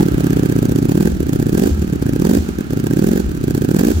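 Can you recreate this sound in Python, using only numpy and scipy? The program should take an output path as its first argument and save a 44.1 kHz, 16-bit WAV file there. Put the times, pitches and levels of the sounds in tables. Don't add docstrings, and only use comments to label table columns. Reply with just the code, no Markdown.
import sys
import numpy as np
from scipy import signal
from scipy.fft import rfft, irfft
from scipy.io import wavfile

SR = 44100
rng = np.random.default_rng(int(sys.argv[2]) if len(sys.argv) > 2 else 0)


def wrap_up_sound(samples):
    columns = np.atleast_2d(samples).T
    tamed = np.clip(columns, -1, 1)
    steps = np.round(tamed * 32767).astype(np.int16)
    wavfile.write(sys.argv[1], SR, steps)


N = 176400
TIME = np.arange(N) / SR


def from_db(db):
    return 10 ** (np.asarray(db) / 20)


def curve(rows, s):
    return np.interp(s, *np.transpose(rows))


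def at_hz(rows, hz):
    f, v = np.transpose(rows)
    return np.interp(np.log(hz + 1), np.log(f), v)


def cut(x, hz, kind, order=2):
    return signal.sosfilt(signal.butter(order, hz, kind, fs=SR, output="sos"), x + 1e-18)


def resonate(x, hz, width_hz):
    return signal.lfilter(*signal.iirpeak(hz, hz / width_hz, fs=SR), x + 1e-18)


def bursts(times, gains, attack_s, decay_s):
    power = np.zeros(N)
    for s, gain in zip(times, gains):
        near = slice(*np.searchsorted(TIME, [s - 10 * attack_s, s + 10 * decay_s]))
        t = TIME[near] - s
        power[near] += (gain * np.exp(np.minimum(t / attack_s, -t / decay_s))) ** 2
    return np.sqrt(power)


# frequency in Hz, coherence from 0 to 1.
COHERENCE = [(40, 0.46), (150, 0.9), (400, 0), (800, 0.5), (1500, 0.72), (3000, 0.2), (6000, 0), (15000, 0)]
def noise(spectrum):
    hz = np.fft.rfftfreq(N, 1 / SR)
    alike = np.clip(at_hz(COHERENCE, hz), 0, 1)
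    mid, side = rfft(rng.standard_normal((2, N))) * from_db(at_hz(spectrum, hz))
    x = irfft(np.sqrt(1 + alike) * mid + np.sqrt(1 - alike) * side * [[1], [-1]], N)
    return x / x.std()


# time in seconds, four-stroke cycles per second.
CYCLE_RATE = [(0.0, 18.78), (0.174, 16.12), (0.501, 15.45), (0.873, 14.83), (1.094, 22.62), (1.221, 15.89),
              (1.32, 15.26), (1.477, 14.51), (1.695, 29.97), (1.746, 22.33), (1.998, 14.84), (2.155, 14.38),
              (2.369, 28.54), (2.588, 18.28), (2.694, 15.39), (2.884, 14.2), (3.064, 21.56), (3.205, 24.45),
              (3.286, 19.06), (3.417, 14.83), (3.663, 14.02), (3.793, 22.21), (3.892, 31.05), (4.0, 28.63)]
def revs(s):
    return curve(CYCLE_RATE, s) / 15


def crank_times(phases):
    cycles = np.cumsum(curve(CYCLE_RATE, TIME)) / SR - 0.1722
    marks = (np.arange(-1, cycles[-1] + 1)[:, None] + phases).ravel()
    return np.interp(marks[(marks > cycles[0]) & (marks < cycles[-1])], cycles, TIME)


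def car_park(x, t60_s=0.32, first_echo_s=0.0024):
    t = TIME[:SR // 2]
    white = noise([(20, 0), (20000, 0)])[:, :len(t)]
    response = white * from_db(-60 * t / t60_s) * (t > first_echo_s)
    response = cut(response / np.sqrt(np.sum(response ** 2) / 2), 9900, "low", order=1)
    return from_db(-16) * signal.fftconvolve(x, response, axes=1)[:, :N]


# time in seconds, level in dB.
RATTLE_LEVEL = [(0, -39), (.25, -36), (.6, -40.5), (1.2, -56.5), (2.5, -43.5), (4, -71)]
# frequency in Hz, density in dB.
RATTLE_SPECTRUM = [(300, -9), (750, 1), (1050, -6.5), (1300, 3.5), (1600, -5), (2000, -7), (3000, -9.5),
                   (6000, -23)]
def rattle():
    return from_db(curve(RATTLE_LEVEL, TIME)) * noise(RATTLE_SPECTRUM)


# frequency in Hz, density in dB.
RASP_SPECTRUM = [(300, -4), (500, -5), (800, 14), (1100, -4), (1600, -15), (2200, -4), (3000, 3), (5000, 2),
                 (7200, 5.5), (8600, -4), (15500, -5.5)]
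def rasp(lag_s=0.0026):
    return from_db(-56) * revs(TIME - lag_s) ** 3.18 * noise(RASP_SPECTRUM)


# frequency in Hz, density in dB.
GEAR_SPECTRUM = [(200, 6.5), (500, -13), (800, 5), (1050, 1), (1300, 10.5), (1600, 6), (2000, 1),
                 (2500, 2.5), (3500, -5), (4300, -3.5), (4620, -5.5), (5000, -8.5), (6500, -7.5),
                 (9000, -18), (15500, -21)]
def valve_gear(ticks_per_cycle=8, decay_s=0.00034):
    times = crank_times(np.arange(ticks_per_cycle) / ticks_per_cycle)
    gains = from_db(-25.5 + 9.5 * rng.standard_normal(len(times)))
    ticks = bursts(times, gains, decay_s / 10, decay_s)
    return from_db(-41.5) * revs(TIME) ** 0.09 * np.hypot(1, ticks) * noise(GEAR_SPECTRUM)


# time in seconds, level in dB.
RUMBLE_ENVELOPE = [(2.45, -24.5), (2.66, -29), (2.85, -25)]
# frequency in Hz, density in dB.
RUMBLE_SPECTRUM = [(35, -23), (60, -2), (80, -2.5), (120, -19), (200, -6), (350, -16), (500, -31),
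                   (1000, -38), (2000, -71)]
def exhaust_rumble():
    return from_db(curve(RUMBLE_ENVELOPE, TIME)) * noise(RUMBLE_SPECTRUM)


# centre and half length in seconds, peak in dB, pitch in Hz.
OVERRUN_BOOMS = [(0.134, 0.018, -11, 60.6), (1.136, 0.023, -13.5, 66), (1.251, 0.069, -22, 71),
                 (1.756, 0.065, -10.5, 75.7), (1.951, 0.086, -22, 70), (2.396, 0.028, -11, 75.6),
                 (3.268, 0.045, -13.5, 62.7), (3.984, 0.036, -9.5, 81)]
def overrun_boom(roughness=0.43, flutter_hz=30.7):
    flutter = cut(rng.standard_normal(N), flutter_hz, "low")
    boom = np.zeros(N)
    for s, half_s, db, hz in OVERRUN_BOOMS:
        t = TIME - s
        boom += from_db(db) * np.exp(-np.abs(t / half_s) ** 3) * np.cos(2 * np.pi * hz * t)
    return boom * (1 + roughness * flutter / flutter.std())


# frequency in Hz, density in dB.
HISS_SPECTRUM = [(300, -11), (700, 2.5), (1100, 0.5), (1600, 10.5), (2100, 1.5), (3000, 1.5), (4600, -2),
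                 (5500, 3.5), (7200, 6.5), (8700, -1.5), (12500, -1), (14500, 6), (16000, 3)]
GAS_ATTACK_S = 0.0027
def turbulence():
    return noise(HISS_SPECTRUM)


THROAT, SHELL = (844, 260, -42), (1600, 460, -41)
def cavity(resonance, times, gains):
    hz, width_hz, db = resonance
    band = resonate(resonate(turbulence(), hz, width_hz), hz, width_hz)
    return from_db(db) * bursts(times, gains, GAS_ATTACK_S, decay_s=0.0055) * band / band.std()


# time in seconds, extra level in dB.
SHELL_CLACKS = [(.269, 10), (.333, 10), (2.066, 7), (2.094, 5)]
def clacks():
    times, db = np.transpose(SHELL_CLACKS)
    return cavity(SHELL, times, from_db(db))


# frequency and bandwidth in Hz, gain in dB.
OUTLET_MODES = [(1590, 85, -10), (1786, 40, -10), (2500, 200, -6), (3300, 420, -10), (4625, 90, 1.5)]
def outlet_ring(x):
    return sum(from_db(db) * resonate(x, hz, width_hz) for hz, width_hz, db in OUTLET_MODES)


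# phase in cycles, thud level in dB, its width at idle in seconds, hiss in dB.
FIRING_ORDER = [(0.0, -0.5, 0.001, 0), (0.292, -6, 0.0016, -6), (0.401, -0.5, 0.001, 1.5),
                (0.89, -2.5, 0.0015, -7.5)]
# time in seconds, level in dB.
COMBUSTION = [(0, 4), (.12, -3), (.2, 1), (.8, 1), (1.078, 1), (1.095, -7.5), (1.18, -9), (1.265, -6),
              (1.295, 0), (1.58, 0.5), (1.682, 0), (1.71, -13), (1.86, -7), (1.99, -14.5), (2.025, 0),
              (2.19, -1.5), (2.25, 1), (2.377, 0.5), (2.392, -13), (2.55, -17), (2.68, -12), (2.72, -2),
              (2.97, 0.5), (3.205, -1.5), (3.218, -16), (3.3, -8.5), (3.415, -6.5), (3.44, -0.5),
              (3.68, -0.5), (3.77, 1.5), (3.921, -1), (3.935, -13.5)]
# time in seconds, extra level in dB.
CAUGHT_BEATS = [(1.205, 7.5), (1.231, 5.5), (1.821, 10), (1.931, 13.5), (1.958, 7), (2.49, 12),
                (2.588, 12.5), (2.611, 9.5)]
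def firings(catch_width_s=0.0053):
    rows = []
    for phase, thud_db, width_s, hiss_db in FIRING_ORDER:
        for s in crank_times([phase]):
            caught_db = sum(db * np.exp(-((s - at) / catch_width_s) ** 4) for at, db in CAUGHT_BEATS)
            rows.append((s, curve(COMBUSTION, s) + caught_db, revs(s), thud_db, width_s, hiss_db))
    return np.transpose(rows)


# time in seconds, extra dB for all gas noise, further dB for the throat.
SHARP_FIRINGS = [(.005, -0.5, 16.5), (.721, 1.5, -4), (.895, 2, 9), (.92, 2, 10), (1.206, -0.5, 0.5),
                 (1.334, 5, 3), (1.398, 2.5, 4), (1.428, 0.5, 6), (1.58, 4, 3), (2.252, 1.5, 11),
                 (2.87, 1.5, 13), (2.912, -1.5, 12), (3.072, 3.5, -5), (3.551, 5.5, 6), (3.622, 3.5, -2),
                 (3.649, 4.5, -7), (3.796, 6.5, 0)]
def gas_noise(fired):
    times, load_db, speed, _, _, hiss_db = fired
    opens = times - 0.0016
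    crack_db, throat_db = sum(np.outer(dbs, np.abs(times - at) < 0.006) for at, *dbs in SHARP_FIRINGS)
    scatter_db = 0.85 * rng.standard_normal(len(times))
    gains = from_db(hiss_db + crack_db + load_db + scatter_db) * speed ** 0.59
    spit = bursts(opens, gains, GAS_ATTACK_S, decay_s=0.00098)
    tail = bursts(opens, gains * from_db(-6.5), GAS_ATTACK_S, decay_s=0.011)
    late, hard = rng.standard_normal((len(times), 2)).T
    snap_gains = gains * from_db(-28.5 + 2.5 * hard)
    snap = bursts(opens + 0.00027 * late, snap_gains, attack_s=0.00029, decay_s=0.0012) * turbulence()
    snap += from_db(-2) * outlet_ring(snap)
    barks = bark(opens, gains)
    tones = cavity(THROAT, opens, gains * from_db(throat_db)) + cavity(SHELL, opens, gains)
    hiss = from_db(-31) * np.hypot(spit, tail) * turbulence()
    gas = hiss + snap + barks + tones
    return gas + outlet_ring(gas)


# frequency in Hz, density in dB.
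BARK_SPECTRUM = [(40, -20), (80, -31.5), (250, 0.5), (400, -7), (540, -8.5), (680, -14.5), (900, -22.5),
                 (1500, -25.5), (3000, -33.5)]
def bark(times, gains):
    return from_db(-22.5) * bursts(times, gains, GAS_ATTACK_S, decay_s=0.0065) * noise(BARK_SPECTRUM)


def deepen_suction(x, bias=0.49):
    return x - bias * cut(x * np.tanh(x), 140, "high", order=1)


# frequency and bandwidth in Hz, gain in dB.
PIPE_MODES = [(215, 21, -14.5), (320, 10, -50), (351.7, 52, -5), (550, 32, -21.5)]
def thuds(fired, round_trip_s=0.01008):
    wave = np.zeros(N)
    for s, load_db, speed, thud_db, idle_width_s, _ in fired.T:
        width_s = idle_width_s * speed ** -0.23 * np.exp(rng.normal(0, 0.035))
        gain = from_db(thud_db + load_db + rng.normal(-4, 0.54))
        near = slice(*np.searchsorted(TIME, [s - 10 * width_s, s + 10 * width_s]))
        u = (TIME[near] - s) / width_s
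        wave[near] += gain * (u * u - 1) * np.exp(-u * u / 2)
    wave = cut(wave, 52, "high", order=1)
    wave += from_db(-19) * np.interp(TIME - round_trip_s, TIME, wave, left=0)
    return wave + sum(from_db(db) * resonate(wave, hz, width_hz) for hz, width_hz, db in PIPE_MODES)


# frequency in Hz, phase lag in radians.
LEFT_PHASE_LAG = [(40, -0.6), (130, 0.29), (260, 0.34), (350, 0.8), (430, 2), (540, 2.5), (800, 2),
                  (1100, 2.5), (2000, 3), (3000, 4), (4000, 5.5), (16000, 12)]
# frequency in Hz, level against the right in dB.
LEFT_SHADING = [(80, 2), (160, -1.5), (270, -2), (390, -7), (530, -6.5), (750, 1.5), (1280, -4),
                (1530, -8.5), (1820, -6.5), (2200, -0.5), (4100, -5.5), (7300, -2.5), (8400, -6),
                (15000, -4.5)]
def place_right(x, drift_db_per_s=0.2):
    size = N + SR // 10
    hz = np.fft.rfftfreq(size, 1 / SR)
    sides = np.array([[.5], [-.5]])
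    shading = from_db(sides * at_hz(LEFT_SHADING, hz))
    lag = np.exp(-1j * at_hz(LEFT_PHASE_LAG, hz) * [[1], [0]])
    heard = irfft(rfft(x, size) * shading * lag, size)[:, :N]
    return heard * from_db(-sides * drift_db_per_s * (TIME - 2))


def scene():
    fired = firings()
    bike = deepen_suction(thuds(fired)) + rattle() + clacks() + gas_noise(fired)
    bike += overrun_boom() + exhaust_rumble() + valve_gear() + rasp()
    return place_right(bike + car_park(bike))


def record(dry, cutoff_hz=15750):
    rounded = dry / (1 + dry ** 8) ** (1 / 8)
    return signal.sosfilt(signal.ellip(10, .1, 80, cutoff_hz, fs=SR, output="sos"), rounded)


dry = scene()
out = record(dry)
wrap_up_sound(out)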